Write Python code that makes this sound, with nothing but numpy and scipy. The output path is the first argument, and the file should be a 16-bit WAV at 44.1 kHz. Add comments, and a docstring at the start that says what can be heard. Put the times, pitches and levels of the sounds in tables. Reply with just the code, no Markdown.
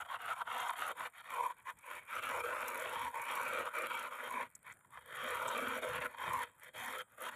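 """A loaded plastic toy truck is pushed by hand over gritty concrete, close to a phone, in short uneven runs.
Random jolts and single larger bumps ring the resonances of the wheels and the hollow body.
Sand crunches under the treads as shaped noise; single grains crack in short bursts.
Faint ticks of loose grains and quiet outdoor air, both shaped noise, fill the pauses."""
import sys
import numpy as np
from scipy import signal
from scipy.fft import rfft, irfft, next_fast_len
from scipy.io import wavfile
from scipy.ndimage import uniform_filter1d, map_coordinates

SR = 44100
rng = np.random.default_rng(int(sys.argv[2]) if len(sys.argv) > 2 else 0)


def master(y):
    """Save y as 16-bit WAV."""
    cut = np.clip(np.atleast_2d(y).T, -1, 1)
    pcm = np.round(cut * 32767)  # scale
    wavfile.write(sys.argv[1], SR, pcm.astype(np.int16))


def how_loud(loudness_db):
    """Turn decibels into a plain amplitude multiplier (0 dB gives 1, 20 dB gives 10)."""
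    steps = np.asarray(loudness_db, float) / 20
    return 10 ** steps


N = 324135  # length in samples

# runs of rolling, and short quieter tails just after some of them:
# (start [s], length [s], level at full speed before pressure [dB], time to gather speed [s])
RUNS = [(0.0, 0.023, -40, 0.00037), (0.039, 0.021, -44, 0.0082), (0.064, 0.093, -38.5, 0.024),
        (0.171, 0.12, -44, 0.018), (0.263, 0.067, -36, 0.0093), (0.318, 0.1, -38, 0.044),
        (0.437, 0.27, -39, 0.026), (0.711, 0.025, -41, 0.011), (0.746, 0.17, -40, 0.013),
        (0.937, 0.13, -40.5, 0.031), (1.108, 0.1, -50.5, 0.031), (1.212, 0.068, -46.5, 0.032),
        (1.267, 0.24, -41, 0.027), (1.552, 0.05, -62.5, 0.0094), (1.636, 0.066, -40, 0.029),
        (1.802, 0.19, -46.5, 0.041), (1.995, 0.043, -59.5, .005), (2.051, 2.38, -39.5, 0.035),
        (4.431, 0.035, -52, 0.003), (4.53, 0.032, -63, 0.018), (4.634, 0.083, -50, 0.012),
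        (4.894, 0.089, -50.5, 0.022), (4.996, 0.028, -56, 0.0077), (5.012, 1.051, -36.5, 0.11),
        (6.063, 0.087, -51.5, 0.006), (6.148, 0.29, -39, 0.03), (6.457, 0.036, -66, 0.0033),
        (6.599, 0.089, -58.5, 0.0086), (6.724, 0.29, -47, 0.02), (7.149, 0.14, -37, 0.067),
        (7.3, 0.069, -49, 0.01)]
# the wheels catch for a moment: (middle [s], drop [dB], length [s])
STALLS = [(1.49, 8.5, 0.036), (2.208, 8.5, 0.021), (2.425, 10, 0.017), (3.117, 13.5, 0.045),
          (3.64, 6, 0.025), (3.712, 12.5, 0.049), (3.883, 8, 0.02), (4.098, 10, 0.023), (5.805, 10, 0.026),
          (6.001, 9.5, 0.02)]
# how hard the truck is pressed, added to the rolling level: (time [s], change [dB])
PRESSURE = [(0, 1.5), (2.3, 3.5), (2.75, -0.5), (3.05, 1), (3.24, -2), (3.3, 3.5), (3.65, 3.5), (3.9, 2.5),
            (4.17, -3), (4.38, 0.5), (5.4, 0.5), (6.05, -0.5), (6.45, 1), (7.35, 3)]
# single larger bumps: (time [s], strength [dB])
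KNOCKS = [(0.014, -28), (.049, -42), (.102, -37), (0.208, -38), (0.228, -35), (.251, -30), (0.41, -27),
          (0.416, -20.5), (.475, -22), (0.695, -20.5), (0.756, -30), (0.809, -24), (1.304, -27),
          (1.69, -37), (1.841, -44), (4.466, -55), (4.665, -37), (4.808, -50), (4.847, -46), (4.973, -31),
          (5.017, -53), (5.09, -50), (6.021, -33), (6.0575, -19), (6.121, -50), (6.146, -34), (6.183, -29),
          (7.182, -32.5), (7.224, -26)]

# resonances of each part: (pitch [Hz], width of one pass [Hz], relative strength [dB])
RUMBLE = [(76.8, 27, 10), (103.7, 19.4, 6), (142, 79, 5.5)]
FRAME = [(249.8, 52, 10)]
CHASSIS = [(349, 220, -8), (458, 270, -7), (499.4, 66.5, 9), (620.4, 133, 1.5)]
CAB = [(667, 94, -0.5), (735, 164, -2.7)]
WHEELS = [(963, 162, 0.99), (1091, 183, -2.6)]
BED = [(1228, 280, -0.47), (1345, 241, 1), (1515, 262, -3.5)]
PANELS = [(1727, 530, 1), (2087, 350, -3.2)]
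TAILGATE = [(2292, 183, 6), (2487, 340, -4.5)]
SKIN = [(2730, 420, 2.5), (2960, 240, -1.5), (4046, 350, -9.5)]
FENDERS = [(3206, 237, 7.5), (3645, 250, -1.5), (4310, 570, -11)]

# usual share of a jolt taken by (frame [dB], chassis [dB], wheels [dB], bed [dB])
USUAL_SHARES = [-26.5, -12.5, -7, -3.5]
# slow changes of colour, added to the usual shares and to the sand:
# (time [s], lean from wheels to bed, applied in part [dB], frame [dB], chassis [dB], sand [dB])
COLOUR = [(0, -2, -3, -7, -3), (.12, -25, -18, -9, -4), (.22, 20, -5, -8, -3), (.4, 2, -9.5, -5, -3.5),
          (.6, 6.5, -6, -9.5, -1), (.85, 2, -15, -4, 0.5), (1.2, -8, -11, -7, -1.5),
          (1.45, -25, -6, -0.5, 0), (1.9, -22, -6, -9, 0.5), (2.2, 10.5, -8.5, -3, -1.5),
          (2.6, 7, -6.5, 8.5, 0), (3.0, -25, 9.5, -1, 0), (3.2, -15, -7, -1, -0.5), (3.6, 21.5, 3.5, 2, -2),
          (4.0, 4.5, 0, -2, -1), (4.4, -22, 9.5, 8.5, -1.5), (4.8, -9, -17, -15, -0.5),
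          (5.15, 6, -10, 2, -2), (5.6, 17.5, 14, 1, -1), (5.95, -19, 7.5, 3, -2.5), (6.4, -28, 3, 2.5, 1),
          (6.63, -18, -16, 8.5, 5.5), (6.8, -8, 12, 4, 7.5), (7.05, 18, 3, 7.5, 5), (7.35, 19, 9, -6.5, 0)]
# share of the low rumble in a jolt: (time [s], share [dB])
RUMBLE_SHARE = [(0, -29), (.9, -37), (1.7, -40), (2.2, -26.5), (2.6, -33), (3.0, -17.5), (3.3, -45),
                (3.6, -25.5), (4.1, -37), (5.0, -17), (5.4, -30.5), (6.0, -20.5), (6.8, -17), (7.35, -41)]
# share of the cab, strong in the first runs, faint in the middle, strongest near 6.85 s: (time [s], share [dB])
CAB_SHARE = [(0, -13.5), (.7, -11.5), (1.2, -15), (2, -26), (6.5, -32), (6.85, -7.5), (7.35, -35)]
# shares of the upper parts: (time [s], panels [dB], tailgate [dB], fenders [dB])
UPPER_SHARES = [(0, -13.5, -21, -18.5), (1, -9, -14.5, -16), (1.6, -8.5, -5.5, -16.5),
                (2.2, -12, -9.5, -22.5), (2.8, -12.5, -9.5, -17.5), (3.05, -4.5, -8, -17.5),
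                (3.5, -15.5, -10.5, -21), (4.3, -10, -9.5, -16.5), (4.7, -8, -9, -17),
                (4.95, -4.5, -17.5, -14.5), (5.5, -13.5, -9.5, -17), (6.1, -9, -13.5, -19),
                (6.4, -5, -11.5, -19), (6.65, -0.5, -2.5, -6), (6.9, -0.5, -7, -10),
                (7.35, -12.5, -19.5, -21)]
# random swing of each part in the order used in body(); low parts knock in lumps: (swing [dB], ...)
LUMPS_DB = [4.3, 3.9, 4.2, 4.0, 0.84, 0.88, 1.33, 1.2, 2.4, 2.36]

# colour of the sand: (pitch [Hz], relative level [dB])
SAND_COLOUR = [(3100, -3), (5200, -6.5), (5800, -5), (6350, -7.5), (6700, 2.5), (8500, -1), (10300, 6),
               (11200, 0), (11800, 1.5), (13200, 0.5), (14000, -16), (15400, -4.5)]
# extra brightness of the crunches: (pitch [Hz], relative level [dB])
CRUNCH_COLOUR = [(7000, 2.5), (11500, 7.5)]
# grains that crack: (time [s], strength [dB], brightest pitch [Hz])
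CRACKS = [(0.3935, -41, 10000), (0.578, -30.5, 8640), (0.599, -33, 6600), (0.6843, -29, 7300),
          (1.302, -29, 12300), (1.3628, -36, 11700), (1.787, -36.5, 8600), (2.436, -34, 10300),
          (2.615, -28, 12000), (2.68, -16, 12800), (2.7953, -29, 7600), (3.018, -32, 10900),
          (3.217, -24, 11200), (3.898, -35, 10500), (4.551, -25.5, 7560), (4.722, -36, 7800),
          (5.473, -30, 12500), (5.479, -22.5, 7800), (5.488, -23.5, 7040), (5.821, -35, 10100),
          (6.003, -34, 10300), (6.331, -21.5, 11700), (6.633, -30.5, 12500), (7.206, -30, 12600)]
# colour of the cracks: (pitch [Hz], gain [dB])
CRACK_COLOUR = [(2000, -21), (4000, -40), (4800, -9), (5500, -10.5), (7200, -4.0), (15000, -10.5)]
# colour of the ticks: (pitch [Hz], relative level [dB])
TICK_COLOUR = [(500, -12), (1700, 3.0), (3300, -17), (6500, -22), (9000, 0), (12500, -3.5), (15000, -14)]
# colour of the air: (pitch [Hz], relative level [dB])
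AIR_COLOUR = [(24, -14), (40, 0), (126, 5), (343, -9), (1580, -4.5), (5230, -70), (6550, -50),
              (7060, -13.5), (9060, -13), (12500, -22), (15700, -27)]

USUAL_ROLLING_DB = -41.5  # the rolling level at which sand and skin have their usual strength
SAND_DB, SAND_FOLLOWS = -61.5, 0.95  # usual sand setting, dB per dB of rolling


def unit(x):
    """Scales x to an rms (average strength) of 1."""
    return x / np.sqrt(np.mean(x ** 2) + 1e-20)


def curves(rows):
    """Joins timed points by lines: one curve for each column after the time."""
    s, *cols = np.transpose(rows)
    return [np.interp(np.arange(N) / SR, s, c) for c in cols]


def wobble(rate):
    """A smooth random curve of rms 1 with rate knots a second."""
    knots = rng.standard_normal(N // 100)
    return unit(map_coordinates(knots, [np.arange(N) * rate / SR]))


def filtered(x, response):
    """Multiplies the spectrum of x by a response that depends on frequency."""
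    m = next_fast_len(N + 8192)  # spare room for the ringing
    return irfft(rfft(x, m) * response(np.fft.rfftfreq(m, 1 / SR)), m)[:N]


def coloured(x, points):
    """Filters x through (pitch [Hz], gain [dB]) points joined on a log pitch axis."""
    f, db = np.transpose(points)
    return filtered(x, lambda hz: how_loud(np.interp(np.log(hz + 1), np.log(f), db)))


def patches(x, size, hz_bins, frames, depth_db):
    """Makes x uneven with a random field of gain over pitch and time."""
    z = signal.stft(x, nperseg=size)[2]
    field = rng.standard_normal(z.shape)
    field = uniform_filter1d(field, size=hz_bins, axis=0)
    field = uniform_filter1d(field, size=frames, axis=1)
    return signal.istft(z * how_loud(depth_db * unit(field)), nperseg=size)[1][:N]


def impacts(per_second, spread_db):
    """Random single-sample hits: most are small, a few are much larger."""
    when, size, sign = rng.random((3, N))
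    sizes = how_loud(-spread_db * np.log(size + 1e-4))
    return (when < per_second / SR) * sizes * np.sign(sign - .5)


def rolling():
    """Rolling level in dB: each row of RUNS builds up and then falls fast; it drops where the wheels catch."""
    t = np.arange(N) / SR
    power = how_loud(-73 + 4 * wobble(23)) ** 2  # wandering level at rest
    for s, length, full_db, gather in RUNS:
        near = slice(max(0, round(s * SR)), round((s + length + .3) * SR))
        speed = 1 - np.exp(-np.clip(t[near] - s, 0, length) / gather)
        since_end = np.maximum(t[near] - s - length, 0)
        fall = how_loud(-1052 * since_end)  # dB per second
        rattle = how_loud(-32.5 - 390 * since_end)  # the load rattles on after a stop
        power[near] += (speed ** 2.41 * how_loud(full_db) * (fall + rattle)) ** 2
    level_db = 10 * np.log10(power) + curves(PRESSURE)[0]
    for s, drop_db, length in STALLS:
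        near = slice(max(0, round((s - .1) * SR)), round((s + .1) * SR))
        # the fourth power gives the dip a flat bottom
        level_db[near] -= drop_db * np.exp(-.7 * (2 * (t[near] - s) / length) ** 4)
    return level_db


def knocks():
    """Each larger bump gives the truck one sharp blow with a short, fading judder behind it."""
    blows, t = np.zeros(N + SR), np.arange(SR // 80) / SR
    judders = rng.standard_normal((len(KNOCKS), len(t)))
    for (s, db), judder in zip(KNOCKS, judders):
        blow = np.where(t > 0, 0.072 * judder, 1) * np.exp(-t / 0.0031)
        blows[round(s * SR):][:len(t)] += how_loud(db + 11) * blow  # the blow is larger than the ring it starts
    return blows[:N]


def modes(part):
    """A part's resonances, each applied twice for steep sides; neighbours swing in opposite phase."""
    norm = np.sqrt(sum(how_loud(db) ** 2 * width for hz, width, db in part))

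    def mode(sign, hz, w, db):
        return lambda f: sign * how_loud(db) / norm * (1j * f * w / (hz * hz - f * f + 1j * f * w)) ** 2

    return [mode((-1) ** k, *row) for k, row in enumerate(part)]


def body(rolling_db, shares_db):
    """Bumps jolt all parts at once; as wheels turn and the load rocks, the resonances drift in strength."""
    jolts = unit(impacts(900, spread_db=1.0)) + 0.6 * rng.standard_normal(N)
    jolts = patches(jolts, size=1024, hz_bins=2, frames=12, depth_db=2.8)
    jolts = unit(patches(jolts, size=1024, hz_bins=2, frames=4, depth_db=2))
    usual = how_loud(41.5) * np.sqrt(sum(how_loud(db) ** 2 for db in shares_db))

    parts = [RUMBLE, FRAME, CHASSIS, WHEELS, BED, CAB, PANELS, TAILGATE, FENDERS, SKIN]
    shares_db = [db + lump_db * wobble(11) for db, lump_db in zip(shares_db, LUMPS_DB)]
    rings = []
    for part, share_db in zip(parts, shares_db):
        for mode in modes(part):
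            gain = how_loud(share_db + 2 * wobble(16))  # each resonance also swells alone as the load shifts
            rings.append((mode, gain))

    def ring(x):
        return sum(filtered(x * gain, mode) for mode, gain in rings)

    # hold back part of the loudness swell, so the drift changes colour more than loudness
    swell = np.sqrt(np.abs(uniform_filter1d((ring(jolts) / usual) ** 2, size=round(0.048 * SR))))
    jolts = jolts + 0.85 * unit(impacts(450, spread_db=2.2))  # coarse grains strike sharply
    jolts = jolts * (unit(swell) + 0.12) ** -0.7 * how_loud(0.78 * wobble(110))
    return how_loud(38.5) * ring(jolts * how_loud(rolling_db) + knocks())


def crunches():
    """Tread lugs bite at uneven gaps; each bite is a short puff of noise from shearing sand."""
    t = np.arange(SR // 50) / SR
    lugs = np.zeros(N)
    gap, size = rng.gamma(3, size=(2, 1500))  # gaps seldom come close to zero
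    when = np.cumsum(gap * 0.0041 * SR).astype(int)
    lugs[when[when < N]] = np.minimum(size[when < N], 6)
    puff = (t / .0016) * np.exp(-t / 0.0017)
    puffs = unit(signal.fftconvolve(lugs, puff)[:N])
    noise = patches(rng.standard_normal(N) * puffs, size=128, hz_bins=5, frames=4, depth_db=3)
    return unit(coloured(noise, CRUNCH_COLOUR))


def sand(level_db):
    """A steady scrape of noise under short, brighter crunches, each with its own colour."""
    bright_crunches = crunches()
    scrape = patches(rng.standard_normal(N), size=512, hz_bins=3, frames=16, depth_db=2.4)
    grit = unit(scrape) + 1.23 * bright_crunches
    low = filtered(grit, lambda hz: hz < 6500)
    # the part below 6500 Hz gets strong random patches of gain and falls faster as the level drops
    patchy_low = unit(patches(low, size=256, hz_bins=1, frames=24, depth_db=5))
    low_gain = how_loud(0.64 * (level_db - SAND_DB)) * np.std(low)
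    grit = grit - low + low_gain * patchy_low
    return how_loud(level_db + 2.5) * unit(coloured(grit, SAND_COLOUR))


def cracks():
    """A grain splits in a noise burst of a few milliseconds, stressed near its own pitch."""
    out, t = np.zeros(N + SR), np.arange(SR // 40) / SR
    shape = unit((t / .001) * np.exp(-t / 0.002))
    noise = rng.standard_normal((len(CRACKS), 2, len(t)))
    for (s, db, hz), (broad, narrow) in zip(CRACKS, noise):
        b, a = signal.iirpeak(min(hz, SR / 2.2), 7, SR)
        burst = 0.79 * unit(broad) + unit(signal.lfilter(b, a, narrow))
        out[round(s * SR):][:len(t)] += how_loud(db - 25) * shape * burst
    return coloured(out[:N], CRACK_COLOUR)


def ticks():
    """Loose grains shift under the wheels: faint bright ticks of noise, heard in the pauses."""
    t = np.arange(SR // 200) / SR
    hits = np.abs(impacts(90, spread_db=3.0))
    puffs = signal.fftconvolve(hits, t / .001 * np.exp(-t / 0.00066))[:N]
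    return how_loud(-73) * unit(coloured(puffs * rng.standard_normal(N), TICK_COLOUR))


def air():
    """Outdoor hush and the microphone's own hiss, as one gently wavering noise."""
    level = how_loud(-74 + 1.5 * wobble(29.0))
    hush = patches(rng.standard_normal(N), size=512, hz_bins=8, frames=10, depth_db=3.0)
    return level * unit(coloured(hush, AIR_COLOUR))


def scene():
    """The truck and the air around it; sand follows the rolling a little less steeply than the body."""
    rolling_db = rolling()
    lean_db, frame_db, chassis_db, sand_change_db = curves(COLOUR)
    changes_db = [frame_db, chassis_db, -0.24 * lean_db, 0.16 * lean_db]  # wheels fall as the bed rises
    middle_db = [usual + change for usual, change in zip(USUAL_SHARES, changes_db)]
    over_usual_db = rolling_db - USUAL_ROLLING_DB
    skin_db = -19.5 + 0.25 * over_usual_db  # thin walls buzz more at speed
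    shares_db = curves(RUMBLE_SHARE) + middle_db + curves(CAB_SHARE) + curves(UPPER_SHARES) + [skin_db]
    sand_db = SAND_DB + sand_change_db + SAND_FOLLOWS * over_usual_db
    truck = body(rolling_db, shares_db) + sand(sand_db) + cracks() + ticks()
    return (truck + air())[None]


def top_cut(x):
    """Nothing passes above the cut-off."""
    return signal.sosfilt(signal.butter(12, 16460, fs=SR, output="sos"), x)


def record(dry):
    """The phone's port has a narrow hollow near 4900 Hz and a bass cut; all is cut sharply above 15500 Hz."""
    def response(f):
        hollow = 1 - .9 * np.exp(-((f - 4900) / 260) ** 2)
        bass_cut = f ** 2 / (f ** 2 + 48 ** 2)
        sharp_cut = np.where(f < 15500, 1, how_loud(-36))
        return hollow * bass_cut * sharp_cut

    mix = filtered(dry[0], response)[None]
    return top_cut(mix)


dry = scene()
out = record(dry)
master(out)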